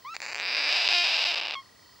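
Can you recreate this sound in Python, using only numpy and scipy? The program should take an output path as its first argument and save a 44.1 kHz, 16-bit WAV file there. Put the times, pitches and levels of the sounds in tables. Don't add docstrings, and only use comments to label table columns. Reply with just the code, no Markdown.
import sys
import numpy as np
from scipy import signal
from scipy.fft import rfft, irfft, next_fast_len
from scipy.io import wavfile

SR = 44100
rng = np.random.default_rng(int(sys.argv[2]) if len(sys.argv) > 2 else 0)


def pcm_store(signal):
    levels = np.round(np.clip(np.atleast_2d(signal), -1, 1) * 32767)
    wavfile.write(sys.argv[1], SR, levels.astype(np.int16).T)


def volts_from_decibels(level):
    exponent = np.asarray(level, float) / 20
    return 10 ** exponent


N = 88200


def unit(x):
    return x / np.sqrt(np.mean(x ** 2) + 1e-20)


def along(points, hz):
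    f, v = np.transpose(points)
    return np.interp(np.log(hz + 1), np.log(f + 1), v)


def curves(rows):
    s, *columns = np.transpose(rows)
    return [np.interp(np.arange(N) / SR, s, column) for column in columns]


def filtered(x, response):
    m = 2 * next_fast_len(N // 2 + SR // 8)
    return irfft(rfft(x, m) * response(np.fft.rfftfreq(m, 1 / SR)), m)[..., :N]


def causal(gain):
    c = irfft(np.log(gain + 1e-6))
    c = c * np.r_[1, 2 * np.ones(len(gain) - 2), 1, np.zeros(len(gain) - 2)]
    return irfft(np.exp(rfft(c)))[:len(gain)]


def click_times():
    # (start [s], rate [clicks/s], timing scatter [log], stall chance [0-1],
    # weakness of every second click [dB])
    stretches = [(.143, 800, .05, 0, 2), (.226, 600, .15, .35, 2), (.28, 290, .15, 0, 1),
                 (.32, 500, .2, .4, 2), (.345, 200, .1, 0, 1), (.41, 205, .1, 0, 1), (.47, 265, .1, 0, 1),
                 (.548, 600, .15, .1, 3), (.567, 600, .15, .1, 2), (.58, 280, .1, 0, 1),
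                 (.69, 690, .2, .02, 3), (.78, 705, .14, 0, 4), (.845, 690, .18, .05, 2.5),
                 (.935, 701, .028, 0, 7), (1.038, 690, .21, .02, 2.5), (1.275, 700, .04, 0, 4),
                 (1.306, 660, .17, .1, 3), (1.36, 640, .15, 0, 3), (1.413, 640, .12, 0, 1)]
    # (last click [s], next
    # click [s])
    pauses = [(.1542, .1656), (.1657, .2034), (.2035, .2184), (.2185, .2258), (.249, .254), (.254, .2633),
              (.2633, .269), (.276, .2819), (.3089, .3157), (.3157, .321), (.3312, .3462), (.3462, .3556),
              (.3629, .3698), (.3751, .3821), (.3821, .389), (.3994, .4069), (.421, .4278), (.4469, .4529),
              (.5418, .5484), (.5604, .5673), (.7227, .7263), (.7362, .7396), (.7628, .7668),
              (.8478, .8509), (.8543, .8573), (.8613, .864), (.8773, .8883), (.9022, .9051), (.9212, .9247),
              (.9283, .9343), (1.0432, 1.0461), (1.0724, 1.0777), (1.1008, 1.1046), (1.1212, 1.125),
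              (1.1446, 1.1476), (1.1695, 1.1765), (1.1835, 1.1874), (1.193, 1.1973), (1.2312, 1.2357),
              (1.2412, 1.2498), (1.2648, 1.2679), (1.2717, 1.2757),
              (1.3085, 1.3117), (1.3233, 1.3273), (1.3273, 1.3303), (1.3303, 1.3334), (1.3405, 1.3437),
               (1.3473, 1.3575), (1.3642, 1.3685), (1.3759, 1.3793), (1.3809, 1.3851), (1.3893, 1.3944),
               (1.3944, 1.3988), (1.4027, 1.4131), (1.4131, 1.4165), (1.4191, 1.4224), (1.4255, 1.4311),
               (1.4311, 1.4344), (1.4356, 1.4409), (1.4409, 1.4452), (1.4452, 1.4485), (1.4485, 1.4523),
               (1.4547, 1.4603), (1.4631, 1.4703), (1.4716, 1.4794), (1.4794, 1.4829), (1.4846, 1.4906),
               (1.4906, 1.4964), (1.4975, 1.5031), (1.504, 1.5095), (1.5109, 1.5187), (1.5187, 1.5224),
               (1.5236, 1.5305), (1.5305, 1.5355), (1.5395, 1.5434), (1.5448, 3)]
    stall_s, limp = .0012, .07
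    chance, luck = rng.standard_normal(1500), rng.random((1500, 2))
    t, k, rows = stretches[0][0], 0, []
    while t < N / SR:
        _, rate, scatter, stall, alternate_db = [row for row in stretches if row[0] <= t][-1]
        rows.append((t, alternate_db * (k % 2)))
        gap = np.exp(scatter * chance[k] + limp * (-1) ** k) / rate
        if luck[k, 0] < stall:
            gap += stall_s * (.5 + 2 * luck[k, 1] ** 2)
        after = t + gap
        for shut, opens in pauses:
            nearly_shut = shut - 1 / rate / 2
            if t < opens and after > nearly_shut:
                after = shut if t < nearly_shut else opens
                break
        t, k = after, k + 1
    return np.transpose(rows)


def click_strengths(times, weak_db):
    # (time [s], click strength [dB])
    effort = [(.14, -30), (.165, -22.5), (.23, -24), (.33, -22.5), (.45, -15.5), (.6, -12.5), (.68, -11.5),
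              (.75, -10), (.88, -10.5), (.95, -6.5), (1.1, -11), (1.25, -10), (1.35, -11), (1.45, -12.5),
              (1.55, -15)]
    # (time [s], share of dull clicks [0-1], weakness of a burst's first click [dB])
    tiring = [
        (.14, 0.3, -1),
        (.5, 0.31, -4.5),
        (1.25, 0.33, 0.5),
        (1.36, 0.61, -1.5),
        (1.42, 0.78, -2.5),
        (1.55, 1, -3),
    ]
    last_db, size_db = .5, .7
    lone_db, lone_s = 4, .0125
    pressure_grows, longest_s = .22, .004
    before = np.minimum(np.diff(times, prepend=0), longest_s)
    ahead = np.minimum(np.diff(times, append=3), longest_s)
    s, *tired = np.transpose(tiring)
    dull_share, restart_db = (np.interp(times, s, column) for column in tired)
    weak_db = np.where(before > 2 * ahead, restart_db, weak_db)
    weak_db = np.where(ahead > 2 * before, -last_db, weak_db)
    weak_db = weak_db - size_db * rng.standard_normal(len(times))
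    weak_db = weak_db - lone_db * (np.gradient(times) > lone_s / 2)
    strength_db = np.interp(times, *np.transpose(effort)) - weak_db
    size = -volts_from_decibels(strength_db) * (2 * ahead / longest_s) ** pressure_grows
    soft = np.clip(dull_share * (1 + weak_db / 10), 0, 1)
    return size, soft


def clicks():
    soft_hz, ragged, puff_s = 3000, .065, .0006
    times, weak_db = click_times()
    size, soft = click_strengths(times, weak_db)
    at = times[:, None] * SR
    taps = np.floor(at).astype(int) + np.arange(-8, 9)
    pulse = np.sinc(taps - at) * np.cos(np.pi * (taps - at) / 18) ** 2

    def place(share):
        return np.bincount(taps.ravel(), ((size * share)[:, None] * pulse).ravel(), N)

    hard, dull = place(1 - soft), place(soft)
    snaps = hard + filtered(dull, lambda hz: 1 / (1 + 1j * hz / soft_hz) ** 2)
    puff = signal.fftconvolve(hard, np.exp(-np.arange(SR // 100) / SR / puff_s))[:N]
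    return snaps + ragged * puff * rng.standard_normal(N)


def tract(opening):
    # (frequency [Hz], width [Hz], level [dB])
    beak_shut = [(770, 720, -10.5), (1810, 780, -7), (2410, 800, -1.5), (3970, 1500, -12.5),
                 (4670, 640, -7), (6300, 1900, -17.5), (7180, 370, -9.5), (9700, 780, -52),
                 (13000, 590, -52)]
    # (frequency [Hz], width [Hz], level [dB])
    beak_open = [(720, 840, -14), (1760, 760, -9.5), (2446, 600, 0), (3790, 710, -6), (4890, 605, -0.5),
                 (5320, 260, -17), (7800, 600, -29.5), (10400, 600, -56), (12800, 260, -41)]
    # (frequency [Hz], width [Hz], level [dB])
    beak_wide = [(800, 980, -8.5), (1630, 200, -11), (2754, 800, 4.5), (3760, 1180, 2.5), (4937, 740, 3),
                 (6740, 1200, -39), (7650, 340, -19.5), (10600, 610, -47.5), (13350, 700, -33.5)]
    skirt, low_hz = 2, 310
    notch_hz, notch_open_hz, notch_wide, notch_deep = 3050, 7000, .16, .1
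    hollow_hz, hollow_wide_hz, hollow_deep = 8900, 750, .25
    f = np.fft.rfftfreq(2 ** 11, 1 / SR)
    a, b = np.array([beak_shut, beak_open, beak_wide])[[0, 1] if opening < 1 else [1, 2]]
    resonances = a + (b - a) * (opening - (opening >= 1))
    power = sum(volts_from_decibels(db) ** 2 / (1 + (2 * (f - c) / w) ** 2) ** skirt for c, w, db in resonances)
    centre = notch_hz * (notch_open_hz / notch_hz) ** min(opening, 1)
    deep = notch_deep ** max(1 - (opening / 1.1) ** 5, 0)
    u = (f - centre) / (notch_hz * notch_wide * np.sqrt(centre / notch_hz))
    notch = (u ** 2 + deep ** 2) / (u ** 2 + 1)
    v = (f - hollow_hz) / hollow_wide_hz
    hollow = (v ** 2 + hollow_deep ** 2) / (v ** 2 + 1)
    h = causal(np.sqrt(power * hollow * notch) * f ** 2 / (f ** 2 + low_hz ** 2))
    return h / abs(h).max()


def rasp(count=17):
    # (time [s], beak opening [0-2])
    beak = [
        (.14, .0),
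        (.25, .04),
        (.33, .15),
        (.37, .3),
        (.4, .55),
        (.44, .85),
        (.48, 1),
        (.67, 1.1),
        (.72, 1.5),
        (1.5, 1.9),
    ]
    tremble, tremble_s = .2, .003
    source, (opening,) = clicks(), curves(beak)
    knots = np.arange(0, N / SR, tremble_s)
    wobble = np.interp(np.arange(N) / SR, knots, rng.standard_normal(len(knots)))
    opening = np.maximum(opening + tremble * wobble * (opening > 1), np.minimum(opening, 1))
    step = np.clip(opening / 2, 0, 1) * (count - 1)
    call = np.zeros(N)
    for k in range(count):
        share = np.clip(1 - abs(step - k), 0, 1)
        call += signal.fftconvolve(source * share, tract(2 * k / (count - 1)))[:N]
    return call


def peep(rows, orders, edge_s):
    hz, db = curves(rows)
    t = np.arange(N) / SR
    gate = np.clip(np.minimum(t - rows[0][0], rows[-1][0] - t) / edge_s, 0, 1)
    phase = 2 * np.pi * np.cumsum(hz) / SR
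    tones = sum(volts_from_decibels(level) * np.sin(k * phase) for k, level in orders)
    return np.sqrt(2) * gate * volts_from_decibels(db) * tones


def opening_peep():
    # (time [s], pitch [Hz], level [dB])
    path = [
        (0.04, 952, -81),
        (0.05, 1000, -42),
        (0.078, 1165, -41),
        (0.114, 1328, -43),
        (0.138, 1328, -38.5),
        (0.145, 1359, -83),
    ]
    # (multiple of the pitch [x], level [dB])
    overtones = [(1, 0.5), (2, -8.5), (3, -15.5), (4, -18.5), (5, -23), (6, -37)]
    return peep(path, overtones, edge_s=0.0042)


def closing_peep():
    # (time [s], pitch [Hz], level [dB])
    path = [
        (1.5525, 1170, -36.5),
        (1.559, 1086, -39),
        (1.58, 1080, -41.5),
        (1.603, 1085, -47.5),
        (1.625, 1040, -70),
    ]
    # (multiple of the pitch [x], level [dB])
    overtones = [(1, 0), (2, -4), (3, -3), (4, -17), (5, -21)]
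    return peep(path, overtones, edge_s=0.00035)


def room(bird):
    room_db, t60_s, wide = -17, 0.086, 0.13
    t = np.arange(SR // 5) / SR
    noise = rng.standard_normal(len(t)) + wide * rng.standard_normal((2, len(t)))
    tail = noise * volts_from_decibels(-60 * t / t60_s)
    return volts_from_decibels(room_db) * signal.fftconvolve(bird[None], tail / np.linalg.norm(tail[0]), axes=1)[:, :N]


def drive():
    # (frequency [Hz], width [Hz], level [dB])
    bands = [(1140, 350, -68.5), (1000, 140, -69), (3100, 42, -72.5), (4360, 230, -64.5), (4900, 840, -64),
             (9300, 120, -104.5)]
    # (time [s], whine level [dB])
    swell = [
        (0, -3.5),
        (.3, 2),
        (1.65, 0),
        (1.75, -8),
        (1.85, 0),
        (2, -0.5),
    ]
    tick_s, tick_gap_s = 1.6245, .03337
    tick_hz, tick_t60_s, tick_db = 1920, 0.031, -48.5
    whine = np.zeros(N)
    for c, w, db in bands:
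        hum = filtered(rng.standard_normal(N), lambda f: 1 / (1 + (2 * (f - c) / w) ** 2))
        whine += volts_from_decibels(db) * unit(hum)
    at = np.round(np.arange(tick_s % tick_gap_s, N / SR, tick_gap_s) * SR).astype(int)
    t = np.arange(SR // 20) / SR
    ring = volts_from_decibels(-60 * t / tick_t60_s) * (1 - np.exp(-t / 0.0013)) * np.sin(2 * np.pi * tick_hz * t)
    ticks = np.bincount(at, volts_from_decibels(tick_db + 0.52 * rng.standard_normal(len(at))), N + 1)
    return whine * volts_from_decibels(curves(swell)[0]) + signal.fftconvolve(ticks, ring)[:N]


def scan():
    # (time [s], level [dB])
    tone_level = [
        (0, -62),
        (.4, -70),
        (1.55, -78),
        (1.75, -68),
        (2, -63),
    ]
    scan_hz, lead_rad, pan_db = 15673, 1.45, -2
    side = np.array([[.5], [-.5]])
    level = volts_from_decibels(curves(tone_level)[0] + 2 * side * pan_db)
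    return np.sqrt(2) * level * np.sin(2 * np.pi * scan_hz * np.arange(N) / SR + side * lead_rad)


def air():
    # (frequency [Hz], level per Hz [dB])
    shared_hiss = [(20, -23), (50, -7.5), (70, -4), (1200, -11.5), (2700, -15), (4900, -11.5), (14000, -33),
                   (15600, -34)]
    # (frequency [Hz], level per Hz [dB])
    side_hiss = [(20, -26), (70, -7.5), (190, -6), (1000, -7.5), (3000, -20), (8900, -13.5), (14000, -30),
                 (15600, -15)]

    def hiss(colour, db):
        return volts_from_decibels(db) * unit(filtered(rng.standard_normal(N), lambda hz: volts_from_decibels(along(colour, hz))))

    mid, side = hiss(shared_hiss, -60), hiss(side_hiss, -61.5)
    return np.array([mid + side, mid - side])


def scene():
    # (frequency [Hz], side level under the bird [dB])
    off_centre = [(250, -26), (700, -22.5), (1500, -41), (2500, -59), (6000, -63), (10000, -22)]
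    bird = rasp() + opening_peep() + closing_peep()
    side = filtered(bird, lambda hz: volts_from_decibels(along(off_centre, hz)))
    return bird + np.array([side, -side]) + room(bird) + drive() + scan() + air()


def roll_off(x):
    return signal.sosfilt(signal.butter(12, 15920, fs=SR, output="sos"), x)


def record(dry):
    return roll_off(dry)


dry = scene()
out = record(dry)
pcm_store(out)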